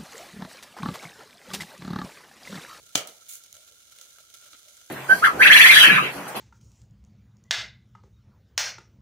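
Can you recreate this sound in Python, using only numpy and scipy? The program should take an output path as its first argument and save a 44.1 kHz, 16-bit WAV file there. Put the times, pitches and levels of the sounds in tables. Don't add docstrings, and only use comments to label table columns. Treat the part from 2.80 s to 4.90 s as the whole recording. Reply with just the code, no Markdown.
import sys
import numpy as np
from scipy import signal
from scipy.fft import rfft, irfft
from scipy.io import wavfile
from scipy.ndimage import uniform_filter1d

SR = 44100
rng = np.random.default_rng(int(sys.argv[2]) if len(sys.argv) > 2 else 0)


def gain_from_db(level_db):
    decades = np.asarray(level_db, float) / 20
    return 10 ** decades


def wav_record(signal):
    frames = np.transpose(np.atleast_2d(signal))
    bounded = np.clip(frames, -1, 1)
    quanta = np.round(bounded * 32767).astype(np.int16)
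    wavfile.write(sys.argv[1], SR, quanta)


N = 92610

# pitch_hz, width_hz, left_db, right_db
POT_RESONANCES = [(600, 218, 8, 12.5), (1380, 129, 21, 15.5), (1594, 120, 9.5, 8.5), (2186, 310, -11, 8.5),
                  (3040, 1150, 2.5, -14), (3570, 235, -8, 6.5), (4060, 420, -16, 6.5),
                  (6370, 1560, -48.5, 9.5), (8640, 1900, -3, -24), (10060, 1900, -6, 0),
                  (14450, 760, -23, 8)]
# pitch_hz, level_db
OIL_COLOUR = [(150, -21.5), (400, -10), (1000, -11.5), (1800, -8.5), (3000, 1.5), (6000, -0.5), (12000, -2),
              (16000, -9)]


def evened(x):
    return x / np.sqrt(np.mean(x ** 2) + 1e-20)


def read(points, hz):
    f, value = np.transpose(points)
    return np.interp(np.log(hz + 1), np.log(f + 1), value)


def pan(left_db, right_db):
    return gain_from_db(np.array([[left_db], [right_db]]))


def add(mix, start_s, sound):
    part = mix[:, round(start_s * SR):][:, :sound.shape[1]]
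    part += sound[:, :part.shape[1]]


def slow(width_s):
    size = round(width_s * SR)
    noise = rng.standard_normal(N)
    return evened(uniform_filter1d(uniform_filter1d(noise, size), size))


def in_pot(x, colour, body=POT_RESONANCES):
    notch_hz, notch_width_hz, notch_share = 2600, 200, 0.9
    hz = abs(np.fft.fftfreq(4096, 1 / SR))
    power = 1
    for f, width, left_db, right_db in body:
        power = power + pan(left_db, right_db) ** 2 / (1 + (2 * (hz - f) / width) ** 2) ** 2
    notch = 1 - notch_share / (1 + (2 * (hz - notch_hz) / notch_width_hz) ** 2)
    log_gain = np.log(gain_from_db(read(colour, hz))) + 0.5 * np.log(power * notch)
    taps = np.fft.ifft(np.exp(np.conj(signal.hilbert(log_gain)))).real[:, :2048]
    taps = taps / np.sqrt((taps ** 2).sum() / 2)
    return signal.fftconvolve(x, taps, axes=1)[:, :N]


def field(gain):
    # pitch_hz, likeness (0-1)
    likeness = [(100, 1), (350, 1), (800, 0.28), (15000, 0.067)]
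    frames = SR // 64 + 5
    hz = np.fft.rfftfreq(256, 1 / SR)[:, None]
    t = np.arange(frames) * 64 / SR
    a, b, c, d = rng.standard_normal((frames, 129, 4)).T
    same = np.clip(read(likeness, hz), 0, 1)
    left = a + 1j * b
    right = same * left + np.sqrt(1 - same ** 2) * (c + 1j * d)
    spectra = np.array([left, right]) * gain(hz, t)
    noise = signal.istft(spectra, nperseg=256, noverlap=192)[1][:, :SR] / 8
    return np.pad(noise, [(0, 0), (0, N - SR)])


def snap(t60, scatter):
    t = np.arange(800) / SR
    after = scatter * rng.standard_normal((2, 800))
    return (after - (t == 0)) * gain_from_db(-60 * t / t60)


def pop():
    # start_s, left_db, right_db
    cracks = [
        (.1552, -8, -20),
        (.1557, -18, -7),
        (.1569, -11, -18),
    ]
    # pitch_hz, level_db
    burst = [(60, -26.5), (150, -9.5), (400, -11), (1000, -9.5), (3000, -2), (6500, -1), (11000, -11.5),
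             (16000, -13)]
    # pitch_hz, width_hz, left_db, right_db
    heap = [(620, 316, 9, 14), (1294, 155, 10.5, 9.5), (2370, 390, 5, 4), (3120, 700, 5.5, 6),
            (3800, 100, -15, 0), (4440, 190, 4.5, 8), (5700, 120, -12, 5.5), (6330, 360, -7, 8.5),
            (6850, 220, -3, 7.5), (10300, 4200, 3, -1.5), (14900, 1500, 3, 3)]
    # pitch_hz, t60_s
    kitchen = [(100, 0.04), (260, 0.45), (700, 0.44), (1840, 0.32), (4850, 0.18), (12800, 0.17)]
    split_s, split_db, rattle_s, rattle_end_s = 0.1512, -27, 0.1553, 0.16
    crack_db, crack_t60, rattle_t60, echo_s = 13.5, 0.0045, 0.037, 0.1735
    out, t = np.zeros((2, N)), np.arange(N) / SR

    for start_s, left_db, right_db in cracks:
        crack = uniform_filter1d(snap(crack_t60, scatter=0.2), size=3)
        add(out, start_s, crack * gain_from_db(crack_db) * pan(left_db, right_db))

    hiss = gain_from_db(split_db) * rng.standard_normal((2, N))
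    out += hiss * np.clip((t - split_s) / 0.00049, 0, 1) * (t < rattle_s)

    def decay(start_s, hold_end_s, level_db, kitchen_share):
        def gain(hz, at):
            t60 = kitchen_share * read(kitchen, hz) + rattle_t60
            return gain_from_db(level_db - 60 * np.maximum(at - hold_end_s, 0) / t60)
        patches = gain_from_db(2.2 * slow(0.0013))
        return field(gain) * np.clip((t - start_s) / 0.00065, 0, 1) * patches

    out += decay(rattle_s, rattle_end_s, -25, 0)
    out += decay(rattle_s, rattle_s, -26, 1)
    out += decay(echo_s, echo_s, -31, 0.6)
    return in_pot(out, burst, heap)


def rings():
    # pitch_hz, t60_s, left_db, right_db
    tones = [
        (106.3, 0.11, -42, -42.5),
        (295, 0.084, -29, -29.5),
        (670, 0.0091, -20.5, -15),
        (625, 0.09, -34, -31.5),
        (860, .03, -27, -31),
        (1266, .03, -23, -31),
        (3160, 0.011, -11, -12.5),
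        (4480, 0.011, -21, -30),
        (6620, 0.006, -35, -1),
    ]
    strike_s, right_lag_s, rise_turns = 0.1552, 0.00029, 0.49
    out = np.zeros((2, N))
    t = np.maximum(np.arange(6000) / SR - np.array([[0], [right_lag_s]]), 0)
    for hz, t60, left_db, right_db in tones:
        rise = np.minimum(t * hz / rise_turns, 1)
        tone = -np.sin(2 * np.pi * hz * t) * rise * gain_from_db(-60 * t / t60)
        lead_s = min(0.75 / hz, 0.0012) if hz < 2000 else 0
        add(out, strike_s - lead_s, tone * pan(left_db, right_db))
    return out


def sizzle():
    # time_s, level_db
    heat_curve = [(0, -60), (.36, -59.5), (.42, -58), (.62, -57.5), (.7, -60), (.8, -57), (.96, -59.5),
                  (1.08, -59.5), (1.3, -56), (1.46, -59.5), (1.6, -57), (1.78, -57.5), (2.1, -58)]
    oil_db, wash_db, grains_per_s, grain_spread_db, grain_t60 = -56, -60.5, 2000, 3, 0.006
    s, db = np.transpose(heat_curve)
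    heat = gain_from_db(np.interp(np.arange(N) / SR, s, db - np.mean(db)))
    strength = gain_from_db(grain_spread_db * np.minimum(rng.exponential(1, N), 2.5))
    grains = strength * (rng.random(N) < grains_per_s / SR)
    way = rng.integers(0, 16, N)
    t, out = np.arange(800) / SR, np.zeros((2, N))
    for k in range(16):
        path = rng.standard_normal((2, 800)) * gain_from_db(-60 * t / grain_t60)
        out += signal.oaconvolve((grains * (way == k))[None], path, axes=1)[:, :N]
    clumps = gain_from_db(1.6 * 2 * np.tanh(slow(0.01) / 2))
    wash = gain_from_db(wash_db) * rng.standard_normal((2, N))
    return in_pot(heat * (gain_from_db(oil_db) * evened(out * clumps) + wash), OIL_COLOUR)


def spits():
    # start_s, level_db, t60_s, darkness (0-1)
    spit_table = [(0.0644, -39, 0.052, 0), (0.092, -36, 0.037, 0.2), (0.1249, -40.5, 0.32, 0.2),
                  (0.2723, -31, 0.27, 0.25), (0.4668, -43, 0.06, 0.4), (0.5354, -53, 0.029, 0),
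                  (0.5544, -41, 0.16, 0.1), (0.637, -40, 0.048, 0.1), (0.6614, -38, 0.054, 0),
                  (0.7267, -44, 0.091, 0), (0.7414, -36, 0.11, 0.03), (0.767, -33, 0.034, 0),
                  (0.8761, -38, 0.092, 0.18), (1.0036, -41.5, 0.097, 0), (1.112, -40, 0.073, 0),
                  (1.1204, -36, 0.063, 0), (1.1594, -36.5, 0.06, 0.5), (1.1872, -33.5, 0.1, 0.84),
                  (1.2121, -32.5, 0.084, 0), (1.262, -36, 0.056, 0.9), (1.3851, -30, 0.047, 0.8),
                  (1.403, -39.5, 0.069, 0.15), (1.5, -47.5, 0.21, 0), (1.5419, -32, 0.081, 0),
                  (1.6222, -36, 0.25, 1), (1.6566, -33, 0.2, 0.62), (1.731, -25.5, 0.057, 0.95),
                  (1.7444, -28.5, 0.079, 1), (1.8537, -43.5, 0.12, 0), (1.8826, -36, 0.08, 0.03),
                  (1.9686, -37, 0.06, 0.04), (2.014, -34.5, 0.047, 0.5)]
    spit_db, tick_db, tick_t60, rise_s, ragged_db = -11, 4, 0.0062, 0.0024, 2
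    same = 0.3
    out, t = np.zeros((2, N)), np.arange(6000) / SR
    low = signal.butter(2, 3260, fs=SR)
    for start_s, db, t60, dark in spit_table:
        a, b, c = rng.standard_normal((3, 6000))
        noise = np.array([a, same * a + np.sqrt(1 - same ** 2) * b])
        ragged = gain_from_db(ragged_db * evened(uniform_filter1d(c, size=60)))
        tick = gain_from_db(tick_db - 60 * t / tick_t60)
        puff = ragged * (1 - np.exp(-t / rise_s)) * gain_from_db(-60 * t / t60)
        toned = (1 - dark) * noise + 0.73 * dark * signal.lfilter(*low, noise)
        add(out, start_s, gain_from_db(db + spit_db) * (tick + puff) * toned)
    return in_pot(out, OIL_COLOUR)


def steam():
    # pitch_hz, level_db
    jet_colour = [(1200, -30.5), (2300, -8.5), (4000, -7.5), (6200, -7.5), (6900, 1), (7700, -2.5),
                  (10000, -1.5), (16000, -3.5)]
    start_s, rise_s, end_s, release_t60 = 0.48, 0.012, 0.561, 0.18
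    level_db, sag_db, flutter_db = -39.5, -3.5, 1.6
    t = np.arange(N) / SR
    held = np.clip((t - start_s) / (end_s - start_s), 0, 1)
    release = -60 * np.maximum(t - end_s, 0) / release_t60
    db = level_db + sag_db * held + release + flutter_db * slow(0.0005)
    rise = np.clip((t - start_s) / rise_s, 0, 1)
    return in_pot(rng.standard_normal((2, N)) * rise * gain_from_db(db), jet_colour)


def ticks():
    # start_s, level_db, lowest_hz, t60_s
    clicks = [(0.2717, -24.5, 5500, 0.017), (.2795, -39, 6000, .012), (0.5346, -24, 5950, 0.0036),
              (0.5536, -27, 5530, 0.0094), (.5935, -36, 7000, .004), (0.6368, -33, 3500, 0.009),
              (0.7268, -23, 3300, 0.0026), (1.1861, -33, 2000, .005), (1.2118, -32, 3020, 0.011),
              (1.384, -36, 1000, 0.0035), (1.404, -38, 5500, .006), (1.409, -47, 5500, .006),
              (1.501, -36, 2000, .003), (1.5386, -33.5, 2000, 0.0087), (1.731, -36, 400, .005)]
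    # pitch_hz, level_db
    click_colour = [(400, -12), (3500, -2), (16000, -6)]
    out = np.zeros((2, N))
    for start_s, db, lowest_hz, t60 in clicks:
        high = signal.butter(4, lowest_hz, "high", fs=SR)
        click = signal.lfilter(*high, snap(t60, scatter=0.51))
        add(out, start_s + 0.0012, click * gain_from_db(1.5 + db))
    return in_pot(out, click_colour)


def blips():
    # start_s, level_db, pitch_hz
    bubbles = [(0.417, -45.5, 1372), (0.504, -51, 1335), (0.545, -56, 1380), (0.603, -49, 1395),
               (0.691, -69, 1380), (0.742, -53, 1387), (0.831, -53.5, 1380), (0.859, -52, 1410),
               (0.915, -56, 463), (0.967, -55, 1430), (1.075, -61, 1380), (1.121, -63, 1370),
               (1.155, -62, 1440), (1.186, -56, 480), (1.267, -55, 1415), (1.348, -53, 1403),
               (1.359, -50, 1380), (1.383, -46, 1345), (1.437, -49, 1380), (1.487, -59, 1370),
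               (1.509, -57, 1370), (1.539, -61, 1350), (1.681, -53, 1380), (1.731, -44, 1345),
               (1.791, -51, 1340), (1.812, -58, 1397), (1.968, -56, 1410), (2.004, -56, 1430),
               (2.032, -56, 1370), (2.076, -54, 1430)]
    level_db, rise_s, t60, right_db = -3.5, 0.0028, 0.06, 2
    out, t = np.zeros((2, N)), np.arange(4000) / SR
    for start_s, db, hz in bubbles:
        wander = 1 + 0.046 * evened(uniform_filter1d(rng.standard_normal(4000), size=150))
        phase = 2 * np.pi * hz * np.cumsum(wander) / SR
        lag = np.array([[0], [rng.uniform(-2.2, 1.34)]])
        tone = np.sin(phase + lag) * (1 - np.exp(-t / rise_s)) * gain_from_db(-60 * t / t60)
        add(out, start_s, tone * gain_from_db(db + level_db) * pan(0, right_db))
    return out


def murmurs():
    # middle_s, length_s, level_db, pitch_hz
    swells = [
        (0.095, 0.096, -62.5, 1380),
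        (0.79, 0.17, -67.5, 620),
        (.92, 0.065, -67, 520),
        (1.645, .06, -74, 151),
        (1.743, .05, -70, 297),
        (1.13, .05, -62.5, 1356),
        (1.21, .08, -76, 485),
        (1.396, .07, -66, 598),
        (1.608, 0.21, -68, 1390),
        (1.895, 0.15, -68, 620),
    ]
    width_hz = 100
    out = np.zeros((2, N))
    for middle_s, length_s, db, hz in swells:
        a, b = rng.standard_normal((2, 9000))
        edges = [hz - width_hz / 2, hz + width_hz / 2]
        band = signal.butter(1, edges, "band", fs=SR, output="sos")
        noise = signal.sosfilt(band, signal.sosfilt(band, [a + 0.18 * b, a - 0.35 * b]))
        swell = np.sin(np.pi * np.minimum(np.arange(9000) / (length_s * SR), 1)) ** 2
        add(out, max(middle_s - length_s / 2, 0), gain_from_db(db) * swell * evened(noise))
    return out


def thuds():
    # start_s, level_db, pitch_hz, t60_s
    thud_table = [
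        (.153, -39, 112, 0.084),
        (.289, -43, 340, .045),
        (0.28, -54, 190, 0.15),
        (.735, -60.5, 105, 0.17),
    ]
    out, t = np.zeros((2, N)), np.arange(14000) / SR
    for start_s, db, hz, t60 in thud_table:
        wander = 1 + 0.16 * evened(uniform_filter1d(rng.standard_normal(14000), size=300))
        tone = np.sin(2 * np.pi * hz * np.cumsum(wander) / SR)
        lump = tone * np.minimum(t / 0.0022, 1) ** 2 * gain_from_db(db - 60 * t / t60)
        add(out, start_s, np.array([lump, lump]))
    return out


def hum():
    # pitch_hz, level_db
    hum_colour = [(30, -17), (54, -0.5), (110, -1.5), (240, -9.5), (450, -3.5)]
    hum_db, handling_db, handling_s = -74.5, 8.5, 0.11
    a, b = rng.standard_normal((2, N))
    hz = np.fft.rfftfreq(N, 1 / SR)
    gain = gain_from_db(read(hum_colour, hz)) / (1 + (hz / 500) ** 4)
    rumble = evened(irfft(rfft([a + 0.54 * b, a - 0.76 * b]) * gain, N))
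    settling = np.maximum(1 - (np.arange(N) / SR / handling_s) ** 2, 0)
    return gain_from_db(hum_db + handling_db * settling) * rumble


def scene():
    burst = pop() + rings()
    oil = sizzle() + spits() + blips() + murmurs()
    kernels = steam() + ticks()
    return burst + oil + kernels + thuds() + hum()


def band_limit(x):
    return signal.sosfilt(signal.butter(12, 16970, fs=SR, output="sos"), x)


def record(dry):
    ceiling, edge_hz, top_hz, gate_db = 0.95, 15850, 16900, -52
    soft = ceiling * np.tanh(dry / ceiling)

    def lowpass(hz):
        taps = signal.firwin(511, hz, window=("kaiser", 8), fs=SR)
        return signal.oaconvolve(soft, taps[None], "same")

    below = lowpass(edge_hz)
    top = lowpass(top_hz) - below
    top_power = abs(uniform_filter1d((top ** 2).mean(0), size=80))
    top_db = 10 * np.log10(top_power + 1e-12)
    gate = uniform_filter1d(np.clip((top_db - gate_db) / 6, 0, 1), size=200)
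    mix = below + gate * top
    return band_limit(mix)


dry = scene()
out = record(dry)
wav_record(out)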